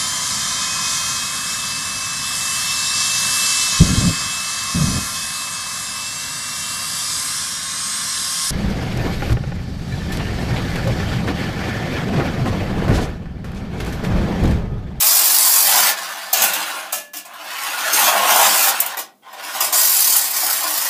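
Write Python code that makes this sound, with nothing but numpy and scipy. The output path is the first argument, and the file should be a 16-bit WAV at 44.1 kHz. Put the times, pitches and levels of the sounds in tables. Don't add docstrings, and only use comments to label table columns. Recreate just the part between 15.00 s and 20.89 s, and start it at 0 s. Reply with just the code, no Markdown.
import sys
import numpy as np
from scipy import signal
from scipy.fft import rfft, irfft, next_fast_len
from scipy.io import wavfile
from scipy.ndimage import map_coordinates

SR = 44100
rng = np.random.default_rng(int(sys.argv[2]) if len(sys.argv) > 2 else 0)


def log_audio(samples):
    frames = np.atleast_2d(samples).T
    limited = np.clip(frames, -1, 1)
    pcm = np.round(limited * 32767).astype(np.int16)
    wavfile.write(sys.argv[1], SR, pcm)


N = 259749
TIME = np.arange(N) / SR


def amp(db):
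    return 10 ** (np.asarray(db) / 20)


def unit(x):
    return x / np.sqrt(np.mean(x ** 2) + 1e-20)


def along(points, hz):
    pitches, values = np.transpose(points)
    return np.interp(np.log(hz + 1), np.log(pitches + 1), values)


def coloured(x, tone, resonances=(), size=16384):
    hz = np.fft.rfftfreq(size, 1 / SR)
    gain = amp(along(tone, hz))
    for centre, width, db in resonances:
        gain *= np.sqrt(1 + (amp(db) ** 2 - 1) / (1 + (2 * (hz - centre) / width) ** 2))
    cepstrum = irfft(np.log(unit(gain)))
    cepstrum[1:size // 2] *= 2
    cepstrum[size // 2 + 1:] = 0
    return signal.fftconvolve(x, irfft(np.exp(rfft(cepstrum))))[:N]


def wobble(rate):
    return map_coordinates(rng.standard_normal(int(N * rate / SR) + 4), [TIME * rate])


def contacts(rate, spread_db):
    happens = rng.random(N) < rate / SR
    signs = rng.choice([-1, 1], N)
    return unit(happens * signs * amp(spread_db * np.clip(rng.standard_normal(N), -2, 2)))


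def held(start, end, rise_s, fall_s):
    onset = 1 - np.exp(-np.maximum(TIME - start, 0) / rise_s)
    return onset * np.exp(-np.maximum(TIME - end, 0) / fall_s)


# (start [s], end [s], level [dB], drift [dB/s], share sent into the track [dB])
PULLS = [(0, 0.673, -11.5, -0.5, -22), (0.684, 0.906, -15.5, -5, -9), (2.92, 3.7, -19, 1, -4.5),
         (4.726, 5.194, -13.5, -3, -14), (5.206, 5.95, -18.5, -3, -10)]
# (middle [s], length [s], level change [dB])
SLACKS = [(3.195, .18, -10.5), (5.302, 0.11, -4), (5.636, 0.091, -3.5)]
def gear_load():
    ease_db = sum(db * np.exp(-(2 * (TIME - s) / length) ** 4) for s, length, db in SLACKS)
    shell, track = np.zeros((2, N))
    for start, end, db, drift, track_db in PULLS:
        drift_db = drift * np.clip(TIME - start, 0, end - start)
        pull = held(start, end, rise_s=0.0027, fall_s=0.0087) * amp(db + ease_db + drift_db)
        shell += pull
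        track += pull * amp(track_db)
    return shell, track


# (time [s], speed [turns/s])
SHAFT = [(0, 47.5), (.5, 45.7), (.85, 45.6), (2.9, 33), (3.5, 62), (4.75, 58.4), (4.95, 40), (5.15, 34.8),
         (5.4, 30.7), (5.89, 26.5)]
# (pitch [Hz], level [dB])
GEAR_TONE = [(60, -35), (200, -54), (700, -16.5), (2000, -14.5), (3800, -8), (4700, -0.5), (5700, -3),
             (10000, -1), (14000, 0.5), (15300, 1.5)]
RATTLE_TONE = [(40, -63), (110, -32), (200, -14), (500, -15), (1500, -8), (2800, -2), (4000, -4.5),
               (6500, 1.5), (10000, 0.5), (15000, 0)]
# (pitch [Hz], width [Hz], boost [dB])
SHELL = [(7101, 40, 5), (7306, 45, 5), (7549, 35, 7), (7856, 30, 4), (8517, 30, 4), (9790, 40, 2.5),
         (12048, 45, 3), (12823, 45, 3), (13674, 30, 4), (13960, 40, 5.5)]
def clockwork(teeth=8, loose_db=2, once_a_turn_db=3.5, tooth_spread_db=2.3, uneven_db=0.38):
    turns = np.cumsum(np.interp(TIME, *np.transpose(SHAFT))) / SR
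    gear_play = .22 * wobble(250)
    new_tooth = np.diff(np.floor(teeth * turns + gear_play), prepend=0) > 0
    clicks = unit(new_tooth * amp(tooth_spread_db * np.clip(rng.standard_normal(N), -2, 2)))
    loose_parts = amp(loose_db) * contacts(rate=5000, spread_db=4.5)
    pressure = amp(once_a_turn_db * (1 - 2 * (turns % 1)) + uneven_db * wobble(30))
    chatter = amp(1.06) * unit(pressure * (clicks + loose_parts))
    in_shell, in_track = gear_load()
    return coloured(in_shell * chatter, GEAR_TONE, SHELL) + struck_track(in_track * chatter, RATTLE_TONE)


# (pitch [Hz], width [Hz], boost [dB])
LEFT = [(181, 25, 6.5), (308, 22, 12.3), (594, 110, 3.8), (714, 120, 5.4), (1100, 45, 6), (1410, 95, 7.3),
        (1620, 29, 3.8), (1783, 44, 4), (2520, 61, 1.5), (2706, 410, 4.5), (6560, 170, 3.2)]
RIGHT = [(314, 21, 10.3), (420, 35, 7.7), (770, 43, 1.7), (1070, 44, 2.3), (1459, 16, 9.3), (1910, 88, 5.5),
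         (5100, 82, 9.8)]
def struck_track(force, tone, crossing_s=3.75):
    on_left = TIME < crossing_s
    return coloured(force * on_left, tone, LEFT) + coloured(force * ~on_left, tone, RIGHT)


# (pitch [Hz], width [Hz], boost [dB])
UPPER = [(177, 19, 10), (198, 2.7, 13), (296, 6.7, 8.8), (710, 75, 10), (1020, 20, 7), (1430, 77, 5),
         (1760, 14, 8.5), (4900, 400, 4.5)]
# (start [s], end [s], extra rail noise [dB], extra drone [dB])
RUBS = [(0.652, 0.904, 9, 6.5), (2.96, 3.095, 1.5, 11), (3.1, 3.269, -2, 9), (3.272, 3.368, -1.5, 13.5),
        (3.373, 3.46, -2, 9), (3.62, 3.707, 5.5, 2.5), (4.72, 4.805, 3.5, 4), (5.366, 5.59, 3, 1)]
# (start [s], end [s], first speed [0-1], last speed [0-1], extra drone [dB], section)
RUNS = [(0, 0.937, 0.31, 0.36, 1, "upper"), (0.96, 1.327, 0.34, 0.22, -2.5, "upper"),
        (1.347, 1.923, 0.71, 0.15, -2, "left"), (2.24, 3.472, 0.059, 1, -2, "left"),
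        (3.482, 3.948, 0.69, 0.22, 2, "left"), (4.21, 4.625, 0.0015, 0.42, 0.5, "right"),
        (4.615, 5.95, 0.22, 0.31, 2, "right")]
def rolling(rail_db=-16.5, drone_db=-25.5, rail_power=1.093, drone_power=0.85):
    sections = {"upper": UPPER, "left": LEFT, "right": RIGHT}
    scrape_db, shake_db = sum(np.outer(extras_db, held(start, end, rise_s=0.0071, fall_s=0.0071))
                              for start, end, *extras_db in RUBS)
    for start, end, first, last, extra_db, section in RUNS:
        speed = np.interp(TIME, [start, end], [first, last])
        moving = held(start, end, rise_s=0.004, fall_s=0.004)
        rail_gain = moving * speed ** rail_power * amp(rail_db + scrape_db)
        drone_gain = moving * speed ** drone_power * amp(drone_db + extra_db + shake_db)
        yield speed, rail_gain, drone_gain, sections[section]


# (pitch [Hz], level [dB])
WHEEL_TONE = [(40, -57), (110, -36), (190, -24), (450, -17), (800, -10), (1500, 1.5), (2800, -2),
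              (4000, -2), (6500, -4.5), (10000, -5.5), (15000, -7)]
SHEET_TONE = [(40, -64), (110, -49), (190, -32), (450, -16.5), (650, -1.5), (1100, -0.5), (1450, -10.5),
              (2200, -12), (3500, -16.5), (6000, -28)]
# (pitch [Hz], width [Hz], boost [dB])
SCENERY = [(202, 5.3, 19.5), (311.8, 5, 17), (670, 19, 2.5), (794, 65, 5.8), (1046, 120, 6), (1260, 29, 3),
           (3240, 460, 8.5)]
def wheels(soft_hz=2000, hard_speed=0.24):
    bumps_db = wobble(45)
    patter = amp(bumps_db) * contacts(rate=1500, spread_db=3)
    soft = signal.lfilter(*signal.butter(1, soft_hz, fs=SR), patter)
    rails, shaking = np.zeros((2, N))
    for speed, rail_gain, drone_gain, resonances in rolling():
        hardness = 1 - np.exp(-(speed / hard_speed) ** 2)
        rails += coloured(rail_gain * (soft + hardness * (patter - soft)), WHEEL_TONE, resonances)
        shaking += drone_gain
    shaking *= amp(bumps_db + wobble(21.956))
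    drone = coloured(shaking * contacts(rate=600, spread_db=4.5), SHEET_TONE, SCENERY)
    return rails + drone


# (pitch [Hz], level [dB])
HUSH_TONE = [(30, -24.5), (100, -12), (200, 6.5), (700, -5.5), (2000, -19), (15000, -13.5)]
def hush():
    return amp(-59.5) * coloured(rng.standard_normal(N), HUSH_TONE)


# (time [s], level [dB], thud over snap [dB], rattle over snap [dB], rattle fade [s])
KNOCKS = [(1.3295, 0.5, -11.5, -11, 0.1), (1.369, -8.5, -16, -10, 0.53), (1.4186, 0, -14, -19.5, 0.13),
          (1.4364, -3.5, -31, -18, 0.16), (1.533, -5, -20, -22, .17), (1.924, -6.5, -12, -12.5, .24),
          (2.1337, -23, -5, -4.5, 0.21), (2.1674, -20.5, -24, -7.5, 0.095), (2.926, -10, -34, -4, 0.39),
          (3.9703, -13, -4.5, -13, .17), (3.988, -11, -13.5, -17, 0.093), (4.604, -4.5, -7, -12.5, 0.28),
          (4.6442, -7, -16, -22, 0.43), (4.7249, -5.5, -9.5, -19, 0.2)]
# (time [s], level [dB])
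JOINTS = [(2.2507, -31), (2.3346, -33), (2.4505, -35.5), (4.327, -33.5), (4.434, -29.5), (4.5488, -18.5)]
# (thud over snap [dB], rattle over snap [dB], rattle fade [s])
JOINT_BLOW = (-2.5, -5.5, 0.11)
# (pitch [Hz], level [dB])
SNAP_TONE = [(100, -65), (700, -13), (2000, -13), (4000, -4.5), (7000, -3), (10000, -2), (14500, 3)]
def knocks(rise_s=0.0046, snap_fade_s=0.039, thud_fade_s=0.051, settle_power=1.32):
    blows = KNOCKS + [(s, db, *JOINT_BLOW) for s, db in JOINTS]
    snap, thud, rattle = np.zeros((3, N))
    for s, db, thud_db, rattle_db, rattle_fade_s in blows:
        start = round((s - rise_s / 2) * SR)
        t = TIME[:min(SR // 2, N - start)]
        span = slice(start, start + len(t))
        blow = amp(db) * (1 - np.exp(-(t / rise_s) ** 2))
        snap[span] += blow * amp(-60 * t / snap_fade_s)
        thud[span] += blow * amp(thud_db - 60 * t / thud_fade_s)
        rattle[span] += blow * amp(rattle_db - 60 * (t / rattle_fade_s) ** settle_power)
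    shell = coloured(amp(4.5) * snap * contacts(rate=11000, spread_db=5), SNAP_TONE, SHELL)
    track = struck_track(amp(4) * thud * contacts(rate=3000, spread_db=3.5), SHEET_TONE)
    joints = struck_track(rattle * contacts(rate=3300, spread_db=1.5), RATTLE_TONE)
    return shell + track + joints


# (time [s], level [dB], brightness [dB/octave])
RINGS = [(1.331, -26.5, 6), (1.926, -30.5, 4), (2.135, -41, 9)]
# (pitch [Hz], level [dB], fade [s])
RAIL_NOTES = [(592, 0.5, 0.65), (1724, -2, 0.85), (2410, -4, 0.37), (2670, -9, 0.23), (2800, -3, 0.36),
              (3130, -7, 0.24), (3060, -12.5, .22), (6100, -11, .2)]
def rail_ring(rise_s=0.0024, pivot_hz=1724):
    ring = np.zeros(N)
    t = TIME[:SR]
    for s, db, brightness in RINGS:
        for hz, note_db, fade_s in RAIL_NOTES:
            strength_db = db + note_db + brightness * np.log2(hz / pivot_hz) + rng.normal(0, 1)
            swing = (1 - np.exp(-t / rise_s)) * np.sin(2 * np.pi * hz * t)
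            ring[round(s * SR):][:SR] += amp(strength_db - 60 * t / fade_s) * swing
    return ring


# (time [s], level [dB])
CLICKS = [(2.6334, -18), (3.8016, -1), (3.861, -11.5), (4.8547, -10), (5.004, -4.5), (5.165, -3),
          (5.3113, -12), (5.528, -10)]
# (pitch [Hz], level [dB])
CLICK_TONE = [(100, -63), (700, -26), (2000, -19), (4500, -9.5), (7000, -3), (10000, -1), (14500, 5.5)]
def skipped_teeth(rise_s=0.00076, fade_s=0.028):
    force = sum(amp(db) * held(s, s, rise_s, fade_s / np.log(1000)) for s, db in CLICKS)
    return coloured(amp(4.5) * force * contacts(rate=12000, spread_db=3.5), CLICK_TONE, SHELL)


# (pitch [Hz], fade [s])
ROOM_FADES = [(150, 0.46), (400, 0.48), (1000, 0.3), (4000, 0.25), (8000, 0.15), (14000, 0.13)]
def room(x, direct_db=-7, early_db=-2, early_fade_s=0.018, hop=2048):
    out = np.zeros(N + 2 * SR)
    padded = np.pad(x, (hop, 2 * hop))
    window = np.sin(np.pi * np.arange(2 * hop) / (2 * hop))
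    for start in range(0, N + hop, hop):
        hz, t, noise = signal.stft(rng.standard_normal(SR // 2), SR, nperseg=256)
        decay = amp(-60 * t / along(ROOM_FADES, hz)[:, None])
        tail = signal.istft(noise * decay, SR, nperseg=256)[1]
        early = rng.standard_normal(len(tail)) * amp(-60 * TIME[:len(tail)] / early_fade_s)
        echo = tail / np.linalg.norm(tail) + amp(early_db) * early / np.linalg.norm(early)
        echo[0] += amp(direct_db)
        heard = signal.fftconvolve(padded[start:start + 2 * hop] * window, echo / np.linalg.norm(echo))
        out[start:start + len(heard)] += heard
    return out[hop:hop + N]


def scene():
    background = hush()
    toy = clockwork() + wheels() + knocks() + skipped_teeth()
    return (room(toy) + rail_ring() + background)[None]


def record(dry, top_hz=15330, ceiling=.88):
    size = next_fast_len(N + SR // 2)
    hz = np.fft.rfftfreq(size, 1 / SR)
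    cut_highs = lambda x: irfft(rfft(x, size) * (hz < top_hz), size)[..., :N]
    return cut_highs(np.clip(cut_highs(dry), -ceiling, ceiling))


dry = scene()
out = record(dry)
log_audio(out)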